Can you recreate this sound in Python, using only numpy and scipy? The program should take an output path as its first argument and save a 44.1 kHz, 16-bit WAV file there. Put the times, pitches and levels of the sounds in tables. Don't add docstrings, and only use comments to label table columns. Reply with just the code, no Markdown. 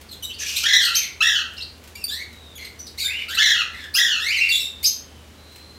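import sys
import numpy as np
from scipy import signal
from scipy.fft import rfft, irfft, next_fast_len
from scipy.io import wavfile
from scipy.ndimage import map_coordinates

SR = 44100
rng = np.random.default_rng(int(sys.argv[2]) if len(sys.argv) > 2 else 0)


def transcribe(signal):
    frames = np.atleast_2d(signal).T
    limited = np.clip(frames, -1, 1)
    pcm = np.round(limited * 32767).astype(np.int16)
    wavfile.write(sys.argv[1], SR, pcm)


N = 254898
TIME = np.arange(N) / SR

# f/Hz, level/dB
AIR_COLOUR = [(25, -50), (38, -21), (52, -1.5), (91, -3.5), (160, -9.5), (235, -5.5), (300, -9.5),
              (414, -9), (700, -15), (2000, -18.5), (3500, -19), (6500, -25.5), (15800, -34.5)]
HUM_HZ, HUM_DB = 77.2, -50
# t/s, strike level/dB before the claws' trim
CLAW_TICKS = [(0.0127, -37), (1.535, -40), (1.778, -50), (1.8377, -38), (1.875, -38), (2.329, -41),
              (5.5213, -45), (5.559, -36.5)]
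# f/Hz, level/dB
TICK_COLOUR = [(800, 7), (3000, 14.5), (8000, 8.0), (15000, 6.5)]
# start t/s, length t/s, first f/Hz, middle f/Hz, last f/Hz, level/dB before the chirps' trim,
# overtone slope/(dB per octave), roughness/1
CHIRPS = [ (.087, 0.017, 5040, 4445, 4330, -39, -6, 0.65), (0.109, 0.03, 4235, 3940, 2800, -35.5, -1, 0.65),
          (.223, 0.019, 3190, 2985, 3050, -28.5, -1, 0.33),
          (0.236, 0.026, 3480, 3906, 3730, -28.5, -0.5, 0.3),
          (0.293, 0.034, 3150, 3000, 3600, -32, -14, 0.4), (0.333, .022, 4130, 4560, 4750, -35, -9, 0.42),
          (0.394, 0.045, 5870, 6120, 5880, -30.5, -27, 0.72),
          (0.4, .06, 1738, 1884, 1980, -37.5, -11.5, 1.12),
          (0.459, 0.14, 2500, 2440, 2430, -34.5, -24, .76),
          (0.554, 0.035, 3330, 4100, 3810, -23.5, -0.5, 1.02),
          (0.815, 0.059, 3700, 4330, 4150, -21.5, -5, 1.23),
          (0.956, 0.097, 2823, 2350, 2160, -28, -8, 1.05), (1.22, 0.017, 2600, 2755, 2730, -10, -10, 0.52),
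          (1.565, 0.033, 3700, 5250, 5070, -39.5, -25, 0.82),
          (1.577, 0.033, 3100, 2724, 3450, -33, -22, 0.5),
          (1.604, 0.033, 3750, 4190, 4830, -28.5, -13, 0.35),
          (1.951, 0.012, 2150, 2310, 2390, -33, -1, 0.56), (1.964, 0.076, 2760, 2730, 2476, -40, -6, 0.09),
          (2.039, 0.0081, 4550, 4650, 4600, -13.5, 0, 0.24),
          (2.08, .08, 3400, 3970, 4570, -28.5, -2.5, 0.48), (2.098, .13, 1594, 1895, 2280, -32.5, -8, 0.25),
          (2.552, .033, 3190, 3410, 2830, -37, 1.5, 0.09), (2.579, 0.1, 2250, 2168, 1990, -36.5, -9.5, 1),
          (2.645, 0.017, 5180, 4400, 4100, -36.5, -2, 0.88),
          (2.786, 0.016, 4270, 4540, 4270, -38.5, 2, 0.9),
          (2.79, 0.033, 5870, 5935, 5860, -32.5, -23, 0.26),
          (2.864, 0.021, 5200, 4456, 3770, -34.5, -4.5, 0.94), (3.001, .03, 4140, 3920, 4200, -25, -6, 0.5),
          (3.04, 0.048, 1515, 1584, 1770, -34.5, -14.5, 0.37),
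          (3.044, 0.031, 3790, 3640, 3700, -19.5, -1.5, 0.23),
          (3.076, .06, 1950, 2414, 2870, -26.5, -30, 0.34),
          (3.133, 0.112, 2750, 2920, 2890, -30, -29, 0.31),
          (3.088, .17, 2000, 2307, 2400, -34.5, -35, 0.93), (3.28, .08, 1329, 1600, 2113, -29, -12.5, 0.44),
          (3.283, 0.054, 4770, 3535, 3190, -33, -0.5, 0.76),
          (3.343, 0.025, 3470, 4100, 3730, -26, -1, 0.83),
          (3.73, 0.14, 1940, 1834, 1535, -38.5, -15.5, 0.94),
          (4.314, 0.046, 2480, 2995, 2250, -17.5, -15.5, 0.21),
          (4.32, 0.18, 2150, 2358, 2137, -23.5, -20, 0.6), (4.362, .032, 2450, 2102, 1986, -19, -8, 0.07),
          (4.396, .045, 2173, 2766, 1995, -16.5, -14, 0.03), (4.418, 0.07, 2695, 2767, 2678, -14, -40, 0.2),
          (4.487, 0.025, 4550, 4420, 4220, -21.5, -4.5, 0.57),
          (4.511, .07, 3740, 3550, 4144, -16, -4.5, 0.49),
          (4.588, 0.036, 2730, 2780, 2680, -25, -1.5, 0.41), (4.599, 0.071, 3800, 3670, 3700, -27, -4, .43),
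          (4.828, .026, 2100, 2333, 3140, -21, 3.5, 0.61), (4.845, .04, 3705, 4526, 4690, -22, -9, .9)]
CHIRP_TAPER_DB = 2
# t/s, treble level/dB before the rasp's trim
RASP_ENVELOPE = [(0.385, -44.5), (0.457, -42.5), (0.465, -35.5), (0.541, -42), (0.575, -34), (0.623, -39.5),
                 (0.64, -30)]
# f/Hz, level/dB
RASP_COLOUR = [(590, -58), (1000, -22), (1500, -12), (1930, -24), (2270, 1), (2610, 8), (3600, 0),
               (3950, -2), (4650, 2), (6060, 3.5), (10100, -13), (12000, -6.5), (15800, -24)]
# start t/s, length t/s, rise t/s, hold ends t/s after start, full-effort f/Hz,
# level/dB, opening level/dB relative to it, roughness at full effort/1
SQUAWKS = [ (.63, .30, .042, 0.14, 1861, -13.5, -8.5, 0.79),
           (1.204, 0.22, .028, .10, 1767, -15, -1.5, 0.61),
           (3.37, 0.27, .034, .11, 1858, -12.5, -6.5, 0.77),
           (3.948, 0.25, .036, .095, 1799, -13.5, -5.5, 0.61)]
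SLACK_HZ, ROUGH_SLACK = 1228, 0.27
SAG_S, FADE_DB_PER_S = .07, 66
# start t/s, length t/s, leap t/s after start,
# stay high t/s, low f/Hz, high f/Hz, level/dB, overtone slope/(dB per octave), undertone level/dB, roughness/1
SHRIEKS = [ (0.938, 0.056, 0.017, .036, 4280, 6295, -13.5, -7.5, -15, .3),
           (2.974, 0.086, .016, .006, 4610, 6090, -24.5, -2.5, -2, 0.5),
           (3.937, .058, .023, 0.013, 5080, 6360, -14.5, -3, -18.5, 0.48),
           (4.839, 0.049, .022, .04, 5260, 6394, -12, -8.5, -30, 0.41)]
SCOOP, SCOOP_S, LEAP_S = .2, .009, .002
# start t/s, length t/s, first f/Hz, last f/Hz, level/dB
WHISTLES = [(2.31, 0.24, 3940, 3590, -47.5), (4.681, 0.2, 3650, 3630, -43.5), (4.944, .35, 3150, 2964, -57),
            (5.362, 0.46, 3970, 4214, -50.5)]
# f/Hz, level/dB
THUD_COLOUR = [(80, -25), (220, 0), (320, -2), (600, -16), (2000, -40)]
TRILL_START_S, TRILL_LENGTH_S = 4.196, .118
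TRILL_FIRST_HZ, TRILL_LAST_HZ = 1584, 2463
TRILL_DB, TRILL_GROWS_DB = -26.5, 8.5
# f/Hz, level/dB
BIG_THROAT = [(900, 1), (1350, -12), (1850, -10.5), (2300, -1.5), (2700, 1.5), (3250, 2), (3750, -8.5),
              (4300, -1), (4850, -15.5), (5500, -11), (6100, -8.5), (6800, -9.5), (8100, -30),
              (9300, -20.5), (10600, -43.5), (13300, -21.5), (16000, -35)]
# f/Hz, level/dB
SMALL_THROAT = [(1400, -8.5), (2200, 5), (3800, 10.5), (6200, 3.5), (8000, 2.5), (10500, -2.5), (12800, 4),
                (16000, -10.5)]
# f/Hz, time to fall 60 dB t/s
ROOM_DECAY = [(1000, 0.55), (2600, 0.39), (7000, 0.3), (14000, 0.27)]
TOP_HZ = 15830


def amp(db):
    return 10 ** (np.asarray(db) / 20)


def unit(x):
    return x / np.sqrt(np.mean(x ** 2) + 1e-20)


def along(points, hz):
    f, v = np.transpose(points)
    return np.interp(np.log(hz + 1), np.log(f + 1), v)


def wobble(rate, size):
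    knots = rng.standard_normal(4096)
    return map_coordinates(knots, [np.arange(size) * rate / SR], mode="wrap")


def filtered(x, response):
    m = next_fast_len(len(x) + 8192)
    spectrum = rfft(x, m) * response(np.fft.rfftfreq(m, 1 / SR))
    return irfft(spectrum, m)[:len(x)]


def noise(colour, band):
    x = filtered(rng.standard_normal(N), lambda hz: amp(along(colour, hz)))
    return x / np.std(filtered(x, lambda hz: (hz > band[0]) & (hz < band[1])))


def add(track, s, x):
    part = track[max(0, round(s * SR)):][:len(x)]
    part += x[:len(part)]


def clock(length):
    return np.arange(max(int(length * SR), 256)) / SR


def contour(rows):
    s, *cols = np.transpose(rows)
    t = s[0] + clock(s[-1] - s[0])
    return [np.interp(t, s, c) for c in cols]


def room(x, wet_db, early_db, early_t60=0.061):
    hz, t, z = signal.stft(rng.standard_normal(SR // 2), SR, nperseg=256)
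    decay = amp(-60 * t / along(ROOM_DECAY, hz)[:, None])
    tail = signal.istft(z * decay, SR, nperseg=256)[1]
    t = np.arange(len(tail)) / SR
    early = rng.standard_normal(len(t)) ** 3 * amp(-60 * t / early_t60) * (t > .002)
    tail = tail * (1 - np.exp(-t / 0.0087))
    echo = amp(wet_db) * tail / np.linalg.norm(tail) + amp(early_db) * early / np.linalg.norm(early)
    echo[0] += 1
    return signal.fftconvolve(x, echo / np.linalg.norm(echo))


def syrinx(pitch, db, throat, slope_db, undertone_db, turbulence, count):
    k = np.arange(1, 2 * count + 1)[:, None] / 2
    phase = 2 * np.pi * np.cumsum(pitch) / SR
    overtone_db = slope_db * np.log2(np.maximum(k, 1))
    gains = amp(along(throat, k * pitch) + overtone_db + undertone_db * (k % 1 > 0))
    gains = gains * (k * pitch < SR / 2)
    wave = (gains * np.sin(k * phase)).sum(0) / np.sqrt((gains ** 2).sum(0) / 2)
    low_hz = pitch.min()
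    band = [(low_hz / 2, -30), (low_hz, 0), (2 * low_hz, -2), (16000, -12)]
    pulses = rng.standard_normal(len(pitch)) * (1 + np.sin(phase))
    air = filtered(pulses, lambda hz: amp(along(throat, hz) + along(band, hz)))
    t = np.arange(len(pitch)) / SR
    fade = np.clip(np.minimum(t, t[-1] - t) / .0035, 0, 1)
    return (wave + turbulence * unit(air)) * amp(db) * fade


def small_call(pitch, db, slope_db, rough, undertone_db,
               quaver=0.0668, jitter=0.052, flutter_db=4.5, turbulence=0.37):
    n = len(pitch)
    pitch = pitch * np.exp(rough * (quaver * wobble(235.85, n) + jitter * wobble(2200, n)))
    db = db + flutter_db * rough * wobble(177.0, n)
    call = syrinx(pitch, db, SMALL_THROAT, slope_db, undertone_db, turbulence * rough, count=8)
    return room(call, wet_db=-0.5, early_db=-1.5)


def fan(rush_db=-52, waver_db=-1.5, drift_db=-0.13):
    air = noise(AIR_COLOUR, (150, 900))
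    hum_gain = amp(HUM_DB + waver_db * wobble(11, N))
    hum = np.sqrt(2) * np.sin(2 * np.pi * HUM_HZ * TIME) * hum_gain
    return hum + air * amp(rush_db + drift_db * wobble(1.82, N))


def claws(level_db=-3, t60=0.086):
    out, t = np.zeros(N), np.arange(SR // 20) / SR
    for s, db in CLAW_TICKS:
        burst = rng.standard_normal(len(t))
        tick = unit(filtered(burst, lambda hz: amp(along(TICK_COLOUR, hz))))
        add(out, s, room(tick * amp(db + level_db - 60 * t / t60), wet_db=-3.0, early_db=-23))
    return out


def chirps(chirp_db=-0.6):
    out = np.zeros(N)
    for start, length, first_hz, middle_hz, last_hz, db, slope_db, rough in CHIRPS:
        u = np.linspace(-1, 1, len(clock(length)))
        bend = np.polyfit([-1, 0, 1], [first_hz, middle_hz, last_hz], 2)
        swell = db + chirp_db - CHIRP_TAPER_DB * u ** 2
        add(out, start, small_call(np.polyval(bend, u), swell, slope_db, rough, undertone_db=-32.5))
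    return out


def rasp(level_db=-1):
    db, = contour(RASP_ENVELOPE)
    n = len(db)
    hiss = noise(RASP_COLOUR, (8000, 15000))[:n]
    grain = unit(amp(3.5 * wobble(240, n)))
    out = np.zeros(N)
    add(out, RASP_ENVELOPE[0][0], room(hiss * grain * amp(db + level_db), wet_db=-3, early_db=-3))
    return out


def squawks(flutter_db=6.0, warble=0.1287, warble_hz=60):
    jitter, turbulence = .016, .08
    out = np.zeros(N)
    for start, length, rise, hold, top_hz, level_db, opening_db, top_rough in SQUAWKS:
        t = clock(length)
        n = len(t)
        push, spent = np.minimum(t / rise, 1), np.maximum(t - hold, 0)
        effort = push / (1 + (spent / SAG_S) ** 2)
        rough = ROUGH_SLACK + (top_rough - ROUGH_SLACK) * effort
        warble_rate = warble_hz * (1 + .35 * wobble(90, n))
        lurch = np.sin(2 * np.pi * np.cumsum(warble_rate) / SR) + 0.431 * wobble(300, n)
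        bend = np.exp(rough * (warble * lurch + jitter * wobble(1500, n)))
        pitch = (SLACK_HZ + (top_hz - SLACK_HZ) * effort) * bend
        db = level_db + opening_db * (1 - push) - FADE_DB_PER_S * spent
        db = db + flutter_db * rough * wobble(216.2, n)
        call = syrinx(pitch, db, BIG_THROAT, slope_db=-3.5, undertone_db=-63,
                      turbulence=turbulence * rough, count=12)
        add(out, start, room(call, wet_db=0.0, early_db=3.5))
    return out


def shrieks(attack_s=0.013, opening_db=-14, fade_db_per_s=70):
    out = np.zeros(N)
    for start, length, leap, stay, low_hz, high_hz, db, slope_db, undertone_db, rough in SHRIEKS:
        t = clock(length)
        high = (np.tanh((t - leap) / LEAP_S) - np.tanh((t - leap - stay) / LEAP_S)) / 2
        pitch = (low_hz + (high_hz - low_hz) * high) * (1 - SCOOP * np.exp(-t / SCOOP_S))
        attack_db = opening_db * np.maximum(1 - t / attack_s, 0)
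        swell = db + attack_db - fade_db_per_s * np.maximum(t - attack_s, 0)
        add(out, start, small_call(pitch, swell, slope_db, rough, undertone_db))
    return out


def whistles(taper_db=5):
    out = np.zeros(N)
    for start, length, first_hz, last_hz, db in WHISTLES:
        n = len(clock(length))
        pitch = np.linspace(first_hz, last_hz, n)
        swell = db - taper_db * np.linspace(-1, 1, n) ** 2
        add(out, start, small_call(pitch, swell, slope_db=-15, rough=0.286, undertone_db=-42))
    return out


def shuffle(s=2.88, length=0.19, level_db=-53):
    body = noise(THUD_COLOUR, (100, 600))
    return body * amp(level_db) * np.exp(-(2 * (TIME - s) / length) ** 2)


def trill(scallop_hz=48, depth=0.08, pulse_db=6):
    t = clock(TRILL_LENGTH_S)
    u = t / t[-1]
    arch = np.abs(np.sin(np.pi * scallop_hz * t)) - 2 / np.pi
    pitch = TRILL_FIRST_HZ * (TRILL_LAST_HZ / TRILL_FIRST_HZ) ** u * (1 + depth * arch)
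    swell = TRILL_DB + TRILL_GROWS_DB * u + pulse_db * arch
    out = np.zeros(N)
    add(out, TRILL_START_S, small_call(pitch, swell, slope_db=-8.5, rough=0.11, undertone_db=-30))
    return out


def scene():
    mix = fan() + claws() + chirps() + rasp() + squawks()
    mix = mix + shrieks() + whistles() + shuffle() + trill()
    return mix[None]


def record(dry, threshold_db=-27, squeeze=0.19, follow_s=0.035):
    keep = np.exp(-1 / (follow_s * SR))
    power = signal.lfilter([1 - keep], [1, -keep], dry[0] ** 2)
    gain = (1 + power / amp(threshold_db) ** 2) ** (-squeeze / 2)
    return filtered(dry[0] * gain, lambda hz: hz < TOP_HZ)[None]


dry = scene()
out = record(dry)
transcribe(out)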